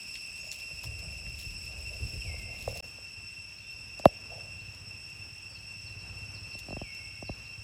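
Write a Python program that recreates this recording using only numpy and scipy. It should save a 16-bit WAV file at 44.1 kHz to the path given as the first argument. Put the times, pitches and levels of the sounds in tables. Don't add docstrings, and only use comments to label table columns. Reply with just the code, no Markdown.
import sys
import numpy as np
from scipy import signal
from scipy.fft import rfft, irfft, next_fast_len
from scipy.io import wavfile
from scipy.ndimage import uniform_filter1d

SR = 44100
rng = np.random.default_rng(int(sys.argv[2]) if len(sys.argv) > 2 else 0)


def magnitude_from_level(level_db):
    exponent = np.asarray(level_db, float) / 20
    return 10 ** exponent


def bounce(signal):
    frames = np.transpose(np.atleast_2d(signal))
    limited = np.clip(frames, -1, 1)
    pcm = np.round(limited * 32767).astype(np.int16)
    wavfile.write(sys.argv[1], SR, pcm)


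N = 336483
CUT_S, RESUME_S = 2.806, 2.8245

# time in seconds, level in dB.
CHORUS_LEVEL = [(0, -45), (.7, -45), (2.1, -45.5), (2.8, -45.5), (2.83, -49.5), (3.7, -50), (4.4, -49),
                (5.2, -49.5), (6.8, -49), (7.63, -49.5)]
# centre in Hz, width in Hz, level in dB, throb in dB.
SONG_BANDS = [(2705, 17.6, -0.5, .5), (2663, 170, -9, -1), (2515, 310, -22, 3), (3100, 100, -37.5, -2)]
OVERTONE_BANDS = [(5363, 50, -0.5, 1.5), (5299, 412, -6, 0.43), (8097, 69, -8, 2), (7910, 580, -14.5, 2),
                  (10660, 320, -22, 1.87), (10340, 1500, -27.5, 2.034), (13600, 637, -34, 3.7)]
CRICKET_BANDS = [(5940, 80, -72, 2.5), (3200, 90, -78, 3.3), (1520, 300, -81, 2.5)]
# song level in dB, overtone level in dB, pitch waver in Hz.
NEAR_SINGER = [
    (-4, 0, 20.15),
    (4, 8.5, 11.19),
]
# overtones in dB re song, high air in dB, low air in dB, leaf bed in dB.
VIEWS = [
    (0.34, -61.5, -56.5, -66),
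    (-0.66, -60.5, -55.5, -111),
]
# frequency in Hz, level in dB.
LEAF_COLOUR = [(400, -5), (1000, -20.5), (2500, 7), (5000, 4), (9000, 5), (13000, 2.5), (16500, -6.5)]
# start in seconds, length in seconds, level in dB.
RUSTLES = [(0.0, 0.058, -65), (.13, 0.044, -58), (.37, .03, -59), (.42, 0.089, -63), (.515, 0.045, -51),
           (.58, 0.058, -57), (.725, 0.068, -71), (.83, 0.033, -49.5), (.985, .03, -54),
           (1.375, 0.078, -51.5), (1.62, .08, -62), (1.84, 0.056, -65), (2.19, 0.21, -71),
           (2.37, 0.057, -61), (2.5, 0.52, -60), (2.83, 0.13, -69), (3.7, 0.045, -61), (3.985, .025, -64),
           (4.053, .005, -35), (4.735, .025, -66), (5.09, .025, -69), (6.58, 0.034, -52), (6.94, .025, -63)]
SCRAPES = [(.41, 0.27, -60.5), (.7, 0.12, -69), (.82, 0.17, -62), (.97, 0.45, -59), (1.68, 0.17, -56),
           (1.9, 0.082, -52), (2.0, 0.42, -60), (2.24, 0.16, -55), (2.45, 0.23, -55), (2.685, 0.034, -42.5),
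           (2.74, .08, -47.5), (4.035, .03, -39.5), (4.075, 0.035, -48), (4.09, 0.16, -59.5),
           (4.29, 0.18, -49)]
# time in seconds, level in dB.
WIND_LEVEL = [(0, -73), (.55, -66), (.85, -43.5), (1.9, -45), (2.05, -41), (2.8, -42)]
# frequency in Hz, level in dB per Hz.
WIND_COLOUR = [(15, -41), (25, 3), (49, 3), (72, 5.5), (104, 0.5), (254, -22), (500, -24.5), (1100, -100)]
# time in seconds, bump in dB, gust behind it in dB.
WIND_BUMPS = [(0.721, -27, -63), (0.857, -24, -40), (1.062, -25, -45), (1.263, -26, -44), (1.451, -33, -42),
              (1.54, -29, -59), (1.876, -32, -44), (2.011, -48, -30.5), (2.137, -32, -33),
              (2.252, -27, -39), (2.419, -27, -52), (2.672, -31, -35.5)]
# start in seconds, firings per second.
FIRING_RATE = [
    (2.85, 13.0),
    (3.1, 14.208),
    (4.3, 15.595),
    (6.4, 15.426),
]
# time in seconds, level in dB.
ENGINE_LEVEL = [(2.82, -61.5), (3.4, -56), (4, -63.5), (4.5, -52.5), (5.5, -57.5), (5.9, -49), (6.3, -47.5),
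                (6.6, -57.5), (7.63, -54.5)]
# time in seconds, level in dB, thump in dB re push, tick in dB re push.
CASE_TAPS = [(0.71, -51, -14, -28), (0.83, -56, -14, -30), (2.341, -45, -16, -35), (2.544, -48, -7, -39),
             (2.677, -25, 4, -41), (2.725, -42, -11, -38), (2.768, -44, -6, -41),
             (2.799, -42.5, -17, -36.5), (2.839, -46.5, -18, -34), (2.984, -48.5, -16, -40)]
CASE_KNOCKS = [
    (3.996, -37, -31.5, -21),
    (4.056, -3.5, -33.5, -29.5),
]
CASE_RELEASES = [
    (6.551, -35.5, 6, -46),
    (6.664, -48, -3, -40),
    (6.685, -30.5, 2, -40),
    (6.706, -29.5, -15, -38),
    (6.727, -25.5, 2, -40),
    (6.767, -25.5, -1, -35),
    (6.815, -25.5, -1, -35),
    (7.225, -28, -6, -43),
    (7.294, -22, 5, -51),
]
# sign, push in seconds, stiffness in Hz, wall null in Hz, wall ring in Hz.
GRIPS = [
    (-0.97, 0.00139, 520, 335, 510),
    (-1.29, 0.00128, 280, 454, 551),
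    (0.82, 0.0014, 20, 486, 532),
]
# time in seconds, level in dB, colour
# in Hz.
TWIG_SNAPS = [(0.1546, -31, 3940), (0.162, -43, 3500), (.836, -46, 1080), (0.1964, -58, 3800),
              (1.2644, -45, 2000), (1.723, -42, 3800), (2.5885, -48, 3700), (4.3994, -47, 1700),
              (5.8321, -50, 3394), (0.5159, -29, 5860), (0.5219, -37, 4200), (0.5274, -36, 6000),
              (2.8414, -47, 6000), (3.492, -50, 6000), (3.9916, -37, 6500), (3.9974, -43, 6500),
              (4.7481, -42, 7000), (5.1001, -43, 7000), (6.5907, -41, 8000), (6.9469, -43, 9000),
              (4.0557, -31.5, 11000)]
# start in seconds, length in seconds, resting pitch in Hz, level in dB.
WHISTLES = [
    (2.198, 0.17, 2100, -46.5),
    (6.772, 0.23, 2170, -48),
]
# start in seconds, length in seconds, start pitch in Hz, end pitch in Hz, level in dB.
CHIRPS = [
    (0.39, 0.031, 6360, 6800, -57),
    (0.446, 0.072, 6950, 6800, -61),
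    (3.577, 0.019, 3880, 4760, -63),
    (3.602, 0.14, 3520, 3560, -68),
    (4.598, 0.022, 3650, 4800, -62),
    (5.485, .105, 4800, 3800, -59.5),
]
# start in seconds, length in seconds, level in dB.
SWOOPS = [
    (5.81, .09, -59.5),
    (5.965, .062, -61),
    (6.308, .078, -57),
    (6.475, .078, -59.5),
    (6.655, .06, -63),
    (7.21, .09, -58),
    (7.405, .075, -63),
]
# frequency in Hz, level in dB per Hz.
HIGH_AIR_COLOUR = [(900, -18.5), (1800, 1.5), (3000, 5), (4200, -5.5), (6500, 0), (9000, -31),
                   (12000, -10.5), (16000, -15)]
HUM_COLOUR = [(30, 14.5), (60, 23.5), (120, 17), (320, 6), (600, 3.5), (1600, 0.5), (2500, -8.5),
              (5000, -36)]
# time in seconds, level in dB.
HUM_LEVEL = [(0, 0), (2.8, 1.5), (3.2, -3), (4.2, 0.5), (4.9, -0.5), (5.6, -1), (6.2, 3.5), (6.9, -1.5),
             (7.63, -0.5)]
# frequency in Hz, likeness from 0 to 1.
PORT_LIKENESS = [(100, .97), (600, .88), (1500, .6), (2700, .97), (5000, .995), (9800, .999), (11500, .93),
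                 (13200, .995)]
# frequency in Hz, lead of the left in radians.
PORT_LEAD = [(0, 0), (500, -.55), (1500, .15), (2700, .27), (4500, 0), (6900, -.05), (9220, -3.14),
             (16000, -13.5)]

SIZE = next_fast_len(N + SR // 4)
HZ = np.fft.rfftfreq(SIZE, 1 / SR)
TIME = np.arange(N) / SR
MIX_ANGLE = np.arccos(np.interp(HZ, *np.transpose(PORT_LIKENESS))) / 2


def cicadas():
    song_db, over_db, waver_hz = (np.where(TIME < CUT_S, a, b) for a, b in zip(*NEAR_SINGER))
    phase = 2 * np.pi * np.cumsum(2702 + waver_hz * drift(38.4)) / SR
    near_song = magnitude_from_level(song_db + 2.5 * drift(60)) * np.sin(phase)
    song = evened(singers(SONG_BANDS, 40) + near_song)
    harmonics = np.sin(2 * phase) + magnitude_from_level(-17.0) * np.sin(3 * phase) + magnitude_from_level(-26.5) * np.sin(4 * phase)
    near_overtones = magnitude_from_level(over_db + 2.7 * drift(30)) * harmonics
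    overtones = evened(singers(OVERTONE_BANDS, 30) + near_overtones)
    chorus = magnitude_from_level(0.41) * song + magnitude_from_level(per_view(0) + drift(2.1)) * overtones
    crickets = magnitude_from_level(-5.0 * (TIME < CUT_S)) * singers(CRICKET_BANDS, 13)
    return magnitude_from_level(curve(CHORUS_LEVEL)) * chorus + crickets


def singers(bands, throb_hz):
    out = np.zeros((2, N))
    for hz, width_hz, db, throb_db in bands:
        resonance = 1 / (1 + (2 * (HZ - hz) / width_hz) ** 2)
        band = paired(rng.standard_normal((2, N)), resonance)
        out += band * np.sqrt(width_hz / bands[0][1]) * magnitude_from_level(db + throb_db * drift(throb_hz))
    return out


def leaves():
    crackle = paired(grains(5000, 3.4), magnitude_from_level(read(LEAF_COLOUR, HZ)))
    crackle *= magnitude_from_level(4.0) * (strokes(RUSTLES, 0.26, -15.0) + magnitude_from_level(per_view(3) + 3.0 * drift(8.9)))
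    hollow = paired(grains(3000, 2.0), 1 / (1 + abs((HZ - 610) / 150) ** 2.6))
    scrape = magnitude_from_level(-2.5) * strokes(SCRAPES, 0.15, -10.5) * magnitude_from_level(1.5 * drift(25)) * hollow
    return crackle + scrape


def grains(per_s, spread_db):
    size = magnitude_from_level(spread_db * np.minimum(rng.exponential(1, (2, N)), 5)) * rng.standard_normal((2, N))
    return size * (rng.random((2, N)) < per_s / SR)


def wind():
    gust_rows = [(s - .02, 0.083, db) for s, _, db in WIND_BUMPS]
    gusts = strokes(gust_rows, 0.11, -14.5) + magnitude_from_level(curve(WIND_LEVEL))
    rumble = paired(rng.standard_normal((2, N)), magnitude_from_level(read(WIND_COLOUR, HZ)))
    rumble *= gusts * magnitude_from_level(-3.5 + 0.47 * drift(20))
    bumps = np.zeros(N)
    for s, db, _ in WIND_BUMPS:
        add(bumps, s, magnitude_from_level(db - 8.5) * push(0.007))
    return (rumble + bumps) * (TIME < CUT_S)


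def knocks():
    out = np.zeros((2, N))
    give = np.exp(-np.arange(3000) / SR / 0.0046)
    for grip, table in zip(GRIPS, (CASE_TAPS, CASE_KNOCKS, CASE_RELEASES)):
        sign, push_s, stiff_hz, null_hz, ring_hz = grip
        for s, db, thump_db, tick_db in table:
            hit = np.zeros(3000)
            add(hit, 0, push(push_s))
            hit += magnitude_from_level(thump_db - 36.5) * signal.oaconvolve(hit, give)[:3000]
            hit = signal.lfilter(*signal.butter(1, stiff_hz, "high", fs=SR), hit)
            hit = wall(hit, null_hz, ring_hz, 140)
            hit = wall(hit, 898, 870, 235)
            hit = sign * magnitude_from_level(db + 4.0) * hit / abs(hit).max()
            add(out[0], s - .00115, magnitude_from_level(-.3) * hit)
            add(out[1], s - .00121, magnitude_from_level(.3) * hit)
            for port in out:
                add(port, s - .0003, sign * magnitude_from_level(db + tick_db + 22) * push(0.0003))
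    return out


def push(length_s):
    return signal.windows.hann(max(round(length_s * SR), 4))


def wall(x, null_hz, ring_hz, width_hz):
    zero = np.exp(2j * np.pi * (null_hz + .03j * null_hz) / SR)
    pole = np.exp(2j * np.pi * (ring_hz + .5j * width_hz) / SR)
    top = np.poly([zero, zero.conj()]).real
    bottom = np.poly([pole, pole.conj()]).real
    return signal.lfilter(top / top.sum() * bottom.sum(), bottom, x)


def engine():
    start_s, per_s = np.transpose(FIRING_RATE)
    rate_hz = per_s[np.searchsorted(start_s, TIME) - 1] * (TIME > start_s[0])
    fired = np.flatnonzero(np.diff(np.floor(np.cumsum(rate_hz) / SR + .88)) > 0)
    chance = rng.standard_normal((len(fired), 2))
    jittered = np.clip(fired + (60 * chance[:, 0]).astype(int), 0, N - 1)
    train = np.zeros(N)
    train[jittered] = magnitude_from_level(2.9 * chance[:, 1])
    pipe = 1 / (1 + 1j * 2.57 * (HZ / 95 - 95 / (HZ + 1))) / (1 + (HZ / 185) ** 6)
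    thuds = evened(irfft(rfft(train, SIZE) * pipe, SIZE)[:N])
    scattered = thuds + magnitude_from_level(-6.0) * evened(trunks(thuds, 0.13))
    return magnitude_from_level(curve(ENGINE_LEVEL) - 3.0) * scattered * (TIME > RESUME_S)


def birds():
    out = np.zeros(N)
    for s, length_s, rest_hz, db in WHISTLES:
        t = np.arange(0, length_s, 1 / SR)
        high = np.exp(-(t / .053) ** 1.75)
        loud = magnitude_from_level(db - 7.0 * high - 7.0 * (t / length_s) ** 2) * signal.windows.tukey(len(t), .15)
        add(out, s, loud * np.sin(2 * np.pi * np.cumsum(rest_hz + 1150 * high) / SR))
    calls = [(*row, 3 if row[3] < row[2] else 1) for row in CHIRPS]
    calls += [(s, length_s, 6450, 3620, db, .9) for s, length_s, db in SWOOPS]
    flutter = evened(uniform_filter1d(rng.standard_normal((len(calls), 5000)), size=150))
    for (s, length_s, start_hz, end_hz, db, bend), chance in zip(calls, flutter):
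        u = np.linspace(0, 1, min(round(length_s * SR), 5000))
        pitch_hz = start_hz + (end_hz - start_hz) * u ** bend + 65 * chance[:len(u)]
        loud = magnitude_from_level(db + 3 + 2 * chance[::-1][:len(u)]) * signal.windows.tukey(len(u), .4)
        add(out, s, loud * np.sin(2 * np.pi * np.cumsum(pitch_hz) / SR))
    return out


def twigs():
    out = np.zeros(N)
    chance = rng.standard_normal((len(TWIG_SNAPS), 600))
    for (s, db, hz), noise in zip(TWIG_SNAPS, chance):
        burst = noise * np.exp(-np.arange(600) / SR * hz / 5)
        colour = signal.iirpeak(min(hz, 15000), 1.1, SR)
        burst = signal.lfilter(*colour, signal.lfilter(*colour, burst))
        add(out, s + 0.00022, magnitude_from_level(db + 4.5) * burst / abs(burst).max())
    return out


def air():
    high = paired(rng.standard_normal((2, N)), magnitude_from_level(read(HIGH_AIR_COLOUR, HZ)))
    high *= magnitude_from_level(per_view(1) + .8 * drift(6))
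    low = paired(rng.standard_normal((2, N)), magnitude_from_level(read(HUM_COLOUR, HZ)))
    low *= magnitude_from_level(per_view(2) + curve(HUM_LEVEL) + 1.3 * drift(4.5))
    return high + low


def trunks(x, t60_s):
    t = np.arange(SR) / SR
    a, b = rng.standard_normal((2, SR)) * magnitude_from_level(-60 * t / t60_s) * (t > .006)
    tail = np.array([a + 0.19 * b, a - 0.12 * b])
    return signal.fftconvolve(x[None], tail / np.linalg.norm(tail[0]), axes=1)[:, :N]


def paired(source, gain):
    a, b = rfft(source, SIZE) * gain
    a, b = np.cos(MIX_ANGLE) * a, np.sin(MIX_ANGLE) * b
    return evened(irfft(np.array([a + b, a - b]), SIZE)[:, :N])


def strokes(rows, rise, fade_db):
    out = np.zeros(N)
    for s, length_s, db in rows:
        u = np.linspace(0, 1, round(2 * length_s * SR))
        swell = np.clip(2 * u / rise, 0, 1) * np.clip(4 - 4 * u, 0, 1)
        add(out, s, magnitude_from_level(db + fade_db * (2 * u) ** 2) * swell)
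    return out


def drift(hz):
    step = np.arange(0, N + 200, 200)
    lowpass = signal.butter(2, min(hz * 400 / SR, .9))
    slow = evened(signal.lfilter(*lowpass, rng.standard_normal(len(step))))
    return np.interp(np.arange(N), step, slow)


def per_view(column):
    return np.where(TIME < CUT_S, VIEWS[0][column], VIEWS[1][column])


def curve(rows):
    return np.interp(TIME, *np.transpose(rows))


def read(points, hz):
    f, value = np.transpose(points)
    return np.interp(np.log(hz + 1), np.log(f + 1), value)


def evened(x):
    return x / np.sqrt(np.mean(x ** 2) + 1e-20)


def add(mix, s, sound):
    part = mix[round(s * SR):][:len(sound)]
    part += sound[:len(part)]


def scene():
    calls, snaps = birds(), twigs()
    first = TIME < CUT_S
    dulled = signal.lfilter(*signal.butter(2, 3300, fs=SR), calls)
    far = magnitude_from_level(3) * (trunks(dulled * first, 1.9) * first + trunks(dulled * ~first, 1.9))
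    near = magnitude_from_level(-4) * trunks(calls, .25) + magnitude_from_level(-8) * trunks(snaps, .1)
    return cicadas() + leaves() + wind() + knocks() + engine() + calls + snaps + far + near + air()


def low_pass(x):
    return signal.sosfilt(signal.butter(12, 16800, fs=SR, output="sos"), x)


def record(dry):
    lead = np.interp(HZ, *np.transpose(PORT_LEAD)) / 2
    smear_cycles = 1.4
    lag = -2 * np.pi * smear_cycles * np.log(np.clip(HZ, 55, 3000) / 3000)
    lag = np.where(HZ < 55, lag + 2 * np.pi * smear_cycles * (1 - HZ / 55), lag)
    response = 1 / np.sqrt(1 + (45 / (HZ + 1)) ** 8)
    response *= np.interp(HZ, [15800, 15900, 16750, 16850], [1, .08, .05, 0])
    phase = np.array([lead, -lead]) + lag
    x = irfft(rfft(dry, SIZE) * response * np.exp(1j * phase), SIZE)[:, :N]
    recovery_db = TIME * 1600.0
    over_db = np.maximum(20 * np.log10(abs(x).max(0) + 1e-9) - 4, 0)
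    held_db = np.maximum.accumulate(over_db + recovery_db) - recovery_db
    x = np.tanh(x / magnitude_from_level(np.maximum(held_db, 0)))
    gate = (TIME < CUT_S) + np.clip((TIME - RESUME_S) / 0.0036, 0, 1) + 0.0028
    return low_pass(x * np.minimum(gate, 1))


dry = scene()
out = record(dry)
bounce(out)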